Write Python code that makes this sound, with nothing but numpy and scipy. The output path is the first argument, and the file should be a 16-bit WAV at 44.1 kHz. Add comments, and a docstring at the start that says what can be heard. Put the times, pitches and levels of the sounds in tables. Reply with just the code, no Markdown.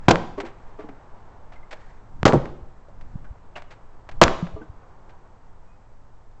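"""Three thrown bottles smash on masonry in a clearing, close enough to overload the microphone.
Each impact excites the modes of the glass and a swarm of fractures, then a bright burst of splinters;
a far wall returns a slap and the trees scatter a short wash. Pieces thud, knock and clink, and grit
crunches. Light wind buffets the microphone over a distant hush, a faint hum and rustling leaves,
and a far bird whistles once near the end."""
import sys
import numpy as np
from scipy import signal
from scipy.fft import rfft, irfft
from scipy.io import wavfile
from scipy.ndimage import uniform_filter1d

SR = 44100
rng = np.random.default_rng(int(sys.argv[2]) if len(sys.argv) > 2 else 0)


def to_wav(sig):
    """Store sig (one row per channel, or 1-D mono) as 16-bit WAV at the path in sys.argv[1].

    Samples outside -1..1 are clipped; the rate is SR.
    """
    pcm = np.clip(np.atleast_2d(sig), -1, 1) * 32767
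    pcm = np.round(pcm).astype(np.int16)
    wavfile.write(sys.argv[1], SR, pcm.T)  # frames by channels


N = 282240

# Spectra of the distant hush, the wind and the leaves. Each row: frequency in Hz, level in dB.
HUSH_SPECTRUM = [(30, -13), (70, -7), (110, -3.5), (160, -5.5), (250, -10), (400, -3.5), (620, -4),
                 (920, -2), (1350, -9.5), (2000, -20), (3000, -29), (8000, -42), (10000, -59.5)]
WIND_SPECTRUM = [(12, 10.5), (30, -3), (60, -9), (110, -12.5), (170, -19), (300, -25), (800, -61.5)]
LEAF_SPECTRUM = [(300, -17), (1000, 1), (1800, 7), (2600, -4), (4000, -12), (7500, -15), (9500, -34.5)]
# Slow drift of the hush. Each row: time in seconds, gain in dB.
HUSH_DRIFT = [(0, 4.5), (1.35, 4.5), (2.1, 1), (3.5, 1), (4.9, 2.5), (6.0, -3.5), (6.4, -3)]
# Air bumping the microphone. Each row: centre in seconds, level in dB, width in seconds.
AIR_BUMPS = [(2.234, -14, 0.0017), (2.633, -31.5, 0.0055), (3.159, -22, 0.0023), (3.313, -28.5, 0.0049),
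             (4.2500, -16, .0048), (4.549, -25, 0.0034), (4.70, -29, 0.0037)]
# Leaves stirring. Each row: start in seconds, level in dB, time to the peak in seconds.
LEAF_STIRS = [(0.0, -56.5, .1), (0.55, -65.5, .14), (1.72, -60, .08), (2.921, -73, .2), (5.62, -73.5, .06)]
# Modes of each bottle. Each row: frequency in Hz, damping in Hz, level in dB.
FIRST_MODES = [(183, 20, 0), (355, 30, -4), (474, 32, -1), (715, 38, -1), (985, 40, -5), (1205, 55, -2),
               (1530, 55, -9), (3200, 64, -17)]
SECOND_MODES = [(253, 70, -1), (355, 30, -2), (684, 50, -1), (899, 70, -3), (1200, 25, -6), (1610, 84, -10),
                (2590, 150, -18)]
THIRD_MODES = [(690, 26, 0), (807, 25, -4), (988, 24, 0), (1235, 35, -5), (1385, 35, -7), (1920, 70, -7),
               (2970, 42, -10)]
# Bottles hitting masonry. Each row: start in seconds, ring level, crack level, bass and treble in dB,
# T60 of the crack in seconds, level of the accompanying gust in dB.
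IMPACTS = [(0.0833, -5, -3.5, 3.5, -2, .07, -29.5), (2.2536, -8.5, -2.5, 5, 0.5, 0.058, -24),
           (4.2149, -3.5, 2.5, -4.5, -4, .055, -25.5)]
# Glass splintering. Each row: start in seconds, level, bass and treble in dB, T60 in seconds.
SPLINTER_BURSTS = [(0.1070, -4.5, 8, -1, 0.038), (0.1105, -3.5, -0.5, 3.5, 0.026),
                   (2.2623, -8, 3, -1.5, 0.057), (2.2780, -9.5, -1.5, -4, 0.046),
                   (4.2295, -7, -9, .5, .044), (4.2372, -3.5, -5, 16.5, 0.01)]
# Spectra of breaking glass, blows on the ground and grit. Each row: frequency in Hz, level in dB.
CRACK_SPECTRUM = [(40, -17), (120, 0), (300, -1.5), (750, -1), (1200, -6.5), (1900, -12), (3500, -18.5),
                  (7000, -25.5), (9000, -44.5)]
BLOW_SPECTRUM = [(40, -16), (130, -0.5), (350, 3), (650, -2), (1100, -8.5), (1800, -23.5), (3500, -36),
                 (8000, -40.5)]
GRIT_SPECTRUM = [(100, -14.5), (400, -6.5), (700, 3.5), (1100, -3.5), (1600, -1.5), (2100, -2.5),
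                 (3000, -9.5), (4500, -14.5), (7500, -23.5), (9000, -23.5)]
# Low booms of pieces landing. Each row: start in seconds, level in dB, frequency in Hz, T60 in seconds.
LANDING_THUDS = [(0.1120, -17, 160, .15), (0.1400, -19, 178, .22), (2.3330, -9, 350, .09),
                 (2.3430, -8, 185, .11), (2.3600, -8, 134, .13), (4.4265, -14.5, 172, .1)]
# Heavy pieces striking the ground. Each row: start in seconds, level and bass in dB, T60 in seconds.
GROUND_BLOWS = [(0.1180, -15, 3, 0.21), (2.2894, -12.5, -2, 0.12), (2.3327, -5, 6, 0.037),
                (2.339, -10.5, 9.5, 0.086), (2.3560, -11, 17, 0.049), (4.2440, -14.5, 9, 0.04),
                (4.261, -22, 5, 0.29)]
# Colour of the scatter from the trees. Each row: frequency in Hz, level in dB.
SCATTER_SPECTRUM = [(60, -9.5), (200, -2.5), (450, 3), (900, 3.5), (2000, -0.5), (4000, -2.5), (8000, -4.5)]
# Decay of that scatter. 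Each row: frequency in Hz, T60 in seconds.
SCATTER_DECAY = [(100, 0.8), (400, .55), (1000, .55), (3000, 0.62), (8000, 0.56)]
# Slaps from the far wall. Each row: arrival in seconds, peak level in dB.
WALL_ECHOES = [(0.1577, -5.5), (2.3245, -10), (4.2810, -4.5)]
# Grit and shards crunching. Each row: start in seconds, level and treble in dB, T60 in seconds.
GRIT_CRUNCHES = [(0.3772, -42.5, -5, 0.093), (0.401, -28.5, -3.5, 0.047), (0.4460, -41.5, -4, 0.13),
                 (0.787, -46, -13, 0.14), (0.8870, -41, -16, 0.041), (1.517, -49.5, -6.5, 0.12),
                 (1.7080, -40, 1, 0.089), (1.7270, -33.5, -2.5, 0.036), (2.453, -34, -15.5, 0.04),
                 (3.0093, -50, -1, 0.049), (3.2410, -53, -18, 0.054), (3.556, -35.5, -8.5, .1),
                 (3.6205, -39.5, -3, .02), (3.704, -46, -0.5, .11), (4.0895, -35, -6.5, .033),
                 (4.113, -44.5, 2, 0.037), (4.466, -38.5, -20, .05), (5.091, -51.5, -5, 0.07)]
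# Hollow knocks. Each row: start in seconds, level in dB, pitch factor.
HOLLOW_KNOCKS = [(0.3774, -28.5, 1.08), (0.4318, -35, 0.92), (0.788, -36.5, 1.135), (0.836, -40, 0.82),
                 (0.8880, -41.5, 0.73), (4.561, -37.5, 1.15), (4.6100, -40.5, 0.84)]
# Modes of a hollow piece. Each row: frequency in Hz at pitch factor 1, level in dB, T60 in seconds.
HOLLOW_MODES = [(268, 2.5, 0.13), (370.7, 6.5, 0.15), (560, 3.5, 0.096), (845, -7, 0.08),
                (1026, -3.5, 0.11)]
# Small pieces ringing. Each row: start in seconds, level in dB, frequency in Hz.
SHARD_CLINKS = [(1.5570, -41, 2086), (1.6260, -48, 2070), (1.7300, -37, 634), (2.8830, -40, 577),
                (3.2440, -39, 1534), (3.5550, -33.5, 2750), (3.5600, -30.5, 771), (4.614, -40, 1517)]

TIME = np.arange(N) / SR


def amp(db):
    """Decibels to amplitude ratio."""
    return 10 ** (np.asarray(db) / 20)


def unit_rms(x):
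    """Normalisation to an rms of 1."""
    return x / np.sqrt(np.mean(x ** 2) + 1e-20)


def curve_at(points, hz):
    """Interpolation on a logarithmic frequency axis."""
    freqs, values = np.transpose(points)
    return np.interp(np.log(hz + 1), np.log(freqs + 1), values)


def add(mix, start_s, sound):
    """Superposition: a sound sums into the mix from its start time."""
    part = mix[max(round(start_s * SR), 0):][:len(sound)]
    part += sound[:len(part)]


def decay(t, t60):
    """Exponential damping: the level falls 60 dB in t60 seconds."""
    return np.exp(-np.log(1000) * t / t60)


def click(spectrum, bass_db=0, treble_db=0, size=4096):
    """A minimum-phase pulse of unit energy, its spectrum tilted by bass and treble shelves."""
    hz = np.fft.rfftfreq(size, 1 / SR)
    db = curve_at(spectrum, hz) + bass_db / (1 + (hz / 400) ** 2)
    db += treble_db * hz ** 2 / (hz ** 2 + 2200 ** 2)
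    cepstrum = irfft(np.log(amp(db)))
    cepstrum[1:size // 2] *= 2  # folding the cepstrum makes the pulse causal
    cepstrum[size // 2 + 1:] = 0
    pulse = irfft(np.exp(rfft(cepstrum)))
    return pulse / np.linalg.norm(pulse)


def burst(t60, grain_db, rise_s=0.00005, size=16384):
    """Many tiny fractures of uneven size sum to decaying noise, whitened to a flat spectrum."""
    t = np.arange(size) / SR
    envelope = decay(t, t60) * (1 - np.exp(-t / rise_s))
    fractures = rng.standard_normal(size) * amp(grain_db * np.minimum(rng.exponential(1, size), 4))
    spectrum = rfft(fractures * envelope)
    smooth_power = uniform_filter1d(abs(spectrum) ** 2, size=90)
    swarm = irfft(spectrum / np.sqrt(smooth_power + 1e-12))[:size // 2]
    return swarm * np.linalg.norm(envelope) / np.linalg.norm(swarm) / envelope.max()


def mode(hz, t60, rise_s, size=22050):
    """Free vibration of one mode: a damped sinusoid."""
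    t = np.arange(size) / SR
    return np.sin(2 * np.pi * hz * t) * decay(t, t60) * (1 - np.exp(-t / rise_s))


def noise(spectrum):
    """Stationary filtered noise of rms 1."""
    gain = amp(curve_at(spectrum, np.fft.rfftfreq(N, 1 / SR)))
    return unit_rms(irfft(rfft(rng.standard_normal(N)) * gain, N))


def wander(rate_hz):
    """Slow random modulation: low-passed noise of rms 1."""
    return noise([(rate_hz / 2, 0), (rate_hz, -6), (rate_hz * 4, -90)])


def lowpass(x, hz):
    """Band limiting by a steep linear-phase filter."""
    return signal.oaconvolve(x, signal.firwin(181, hz, window=("kaiser", 8), fs=SR), "same")


def saturate(x, ceiling):
    """Overload: the response is linear up to a narrow knee, then flat."""
    return x / (1 + (x / ceiling) ** 20) ** (1 / 20)


def background(hush_db=-56.5, hum_hz=109, hum_db=-64.5, hiss_db=-72.5):
    """The noise floor: an amplitude-modulated hush, a far wavering hum and microphone self-noise."""
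    drift_db = np.interp(TIME, *np.transpose(HUSH_DRIFT))
    hush = noise(HUSH_SPECTRUM) * amp(hush_db + drift_db + 0.51 * wander(rate_hz=13))
    hz = hum_hz * (1 + 0.024 * wander(rate_hz=3.6))
    hum = amp(hum_db) * unit_rms(np.sin(2 * np.pi * np.cumsum(hz) / SR))
    return hush + hum + amp(hiss_db) * rng.standard_normal(N)


def wind(calm_db=-40, calm_db_per_s=-0.6, lag_s=0.027, rise_s=0.097, fall_s=0.17):
    """Turbulent pressure on the microphone: a fading bed and gusts add in power, with brief bumps."""
    power = amp(calm_db + calm_db_per_s * TIME) ** 2
    power += amp(-33.5) ** 2 * np.exp(-((TIME - 3.137) / 0.13) ** 2)  # a lone gust between throws
    for start, *_, gust_db in IMPACTS:  # a gust swells around each smash
        since = TIME - start - lag_s
        power += (amp(gust_db) * np.exp(-np.maximum(since / fall_s, -since / rise_s))) ** 2
    out = noise(WIND_SPECTRUM) * np.sqrt(power)
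    for centre, db, width in AIR_BUMPS:
        offset = (TIME - centre) / width
        out -= amp(db) * 2 * offset * np.exp(-offset ** 2)  # a push, then a pull
    return out


def leaves(rest_db=-76):
    """Dry leaves are incoherent sources, so stirs add in power; each swells fast and settles slowly."""
    power = np.full(N, amp(rest_db) ** 2)
    for start, db, peak_s in LEAF_STIRS:
        age = np.maximum(TIME - start, 0) / peak_s
        power += (amp(db) * age * np.exp(1 - age)) ** 2
    return noise(LEAF_SPECTRUM) * np.sqrt(power) * amp(1.8 * wander(rate_hz=35))


def crack(db, bass_db, treble_db, t60):
    """Brittle fracture: a swarm of pulses with the spectrum of breaking glass."""
    swarm = burst(t60, grain_db=-1.5)
    return amp(db) * signal.fftconvolve(swarm, click(CRACK_SPECTRUM, bass_db, treble_db))


def bottles():
    """Impact excitation: each bottle cracks and rings in its damped modes, then splinters."""
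    out = np.zeros(N)
    for impact, modes in zip(IMPACTS, (FIRST_MODES, SECOND_MODES, THIRD_MODES)):
        start, ring_db, crack_db, bass_db, treble_db, t60, _ = impact
        for k, (hz, damping_hz, mode_db) in enumerate(modes):
            tone = mode(hz, t60=2.4 / (damping_hz + 15), rise_s=0.0005)
            add(out, start, (-1) ** k * amp(ring_db + mode_db) * tone)
        add(out, start, crack(crack_db, bass_db, treble_db, t60))
    for start, db, bass_db, treble_db, t60 in SPLINTER_BURSTS:
        add(out, start, crack(db, bass_db, treble_db, t60))
    return out


def clearing(x, build_s=0.01):
    """Reverberation: scatter from trunks and ground builds up, then decays at each band's own rate."""
    hz, t, bands = signal.stft(rng.standard_normal(SR), SR, nperseg=256)
    envelope = decay(t, curve_at(SCATTER_DECAY, hz)[:, None]) * (1 - np.exp(-t / build_s))
    bands *= amp(curve_at(SCATTER_SPECTRUM, hz))[:, None] * envelope
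    response = signal.istft(bands, SR, nperseg=256)[1]
    response /= np.linalg.norm(response)
    add(response, 0, amp(-50.5) * mode(hz=724, t60=0.4, rise_s=0.06))  # one tone lingers
    return signal.fftconvolve(x, response)[:N]


def landings():
    """Inelastic impact: heavy pieces hit the ground with dull noise bursts and low damped booms."""
    out = np.zeros(N)
    for start, db, bass_db, t60 in GROUND_BLOWS:
        blow = signal.fftconvolve(burst(t60, grain_db=2), click(BLOW_SPECTRUM, bass_db))
        add(out, start, amp(db) * blow)
    for start, db, hz, t60 in LANDING_THUDS:
        add(out, start, amp(db) * mode(hz, t60, rise_s=0.00072))
    return out


def wall_slaps():
    """Reflection: a dulled pulse stands for the front of each smash returning from the far wall."""
    out = np.zeros(N)
    front = click([(100, -16.5), (500, -3), (1500, 1.5), (2600, -8), (4000, -19.5), (8000, -33.5)])
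    for arrival, db in WALL_ECHOES:
        add(out, arrival, -amp(db) * front / abs(front).max())
    return out


def grit(trickle_db=-19, trickle_t60=0.35, grains_per_s=60):
    """Granular noise: grit gives way in a crunch, then loose grains trickle on at random times."""
    out = np.zeros(N)
    t = np.arange(SR // 2) / SR
    grain = burst(t60=0.012, grain_db=2)
    for start, db, treble_db, t60 in GRIT_CRUNCHES:
        colour = click(GRIT_SPECTRUM, treble_db=treble_db)
        crunch = burst(t60, grain_db=5.5, rise_s=t60 ** 2)  # long crunches swell, short ones snap
        add(out, start, amp(db) * signal.fftconvolve(crunch, colour))
        ticks = (rng.random(len(t)) < grains_per_s / SR) * rng.standard_normal(len(t))
        trickle = signal.fftconvolve(ticks * decay(t, trickle_t60), grain)
        add(out, start, amp(db + trickle_db) * signal.fftconvolve(trickle, colour))
    return out


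def knocks():
    """Resonance of hollow pieces: one set of modes, scaled in pitch for each knock."""
    out = np.zeros(N)
    for start, db, pitch in HOLLOW_KNOCKS:
        for hz, mode_db, t60 in HOLLOW_MODES:
            add(out, start, amp(db + mode_db) * mode(hz * pitch, t60, rise_s=0.0029))
    return out


def clinks():
    """Amplitude modulation: a small piece rattles while it rings in a single mode."""
    out = np.zeros(N)
    for start, db, hz in SHARD_CLINKS:
        tone = mode(hz, t60=0.072, rise_s=0.0031)
        rattle = unit_rms(uniform_filter1d(rng.standard_normal(len(tone)), size=130))
        add(out, start, amp(db) * tone * (1 + rattle) / np.sqrt(2))
    return out


def snap(start_s=2.2311, peak_db=-5):
    """A single pressure pulse, heard as a dry snap just before the second smash."""
    out = np.zeros(N)
    pulse = click([(60, -1), (400, 0), (1500, -5), (3500, -19), (8000, -37)])
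    add(out, start_s, amp(peak_db) * pulse / abs(pulse).max())
    return out


def bird(start_s=5.63, length_s=0.17, pitch_hz=2490, peak_db=-71):
    """Frequency modulation: a far bird's short whistle wavers about one pitch."""
    out, size = np.zeros(N), int(length_s * SR)
    hz = pitch_hz * (1 + 0.012 * wander(rate_hz=30)[:size])
    add(out, start_s, amp(peak_db) * np.hanning(size) * np.sin(2 * np.pi * np.cumsum(hz) / SR))
    return out


def scene():
    """Direct sound, reflections and the outdoor background superpose in one channel."""
    glass = bottles()
    pieces = landings() + knocks() + clinks() + grit()
    reflections = wall_slaps() + clearing(amp(-18.5) * glass + amp(-17) * pieces)
    return (glass + pieces + snap() + reflections + background() + wind() + leaves() + bird())[None]


def record(dry):
    """Nonlinear distortion: the microphone overloads and is band-limited, then limits at full scale."""
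    overloaded = lowpass(saturate(dry[0], ceiling=1.15), hz=8150)
    return lowpass(saturate(overloaded, ceiling=1), hz=16000)[None]


dry = scene()
out = record(dry)
to_wav(out)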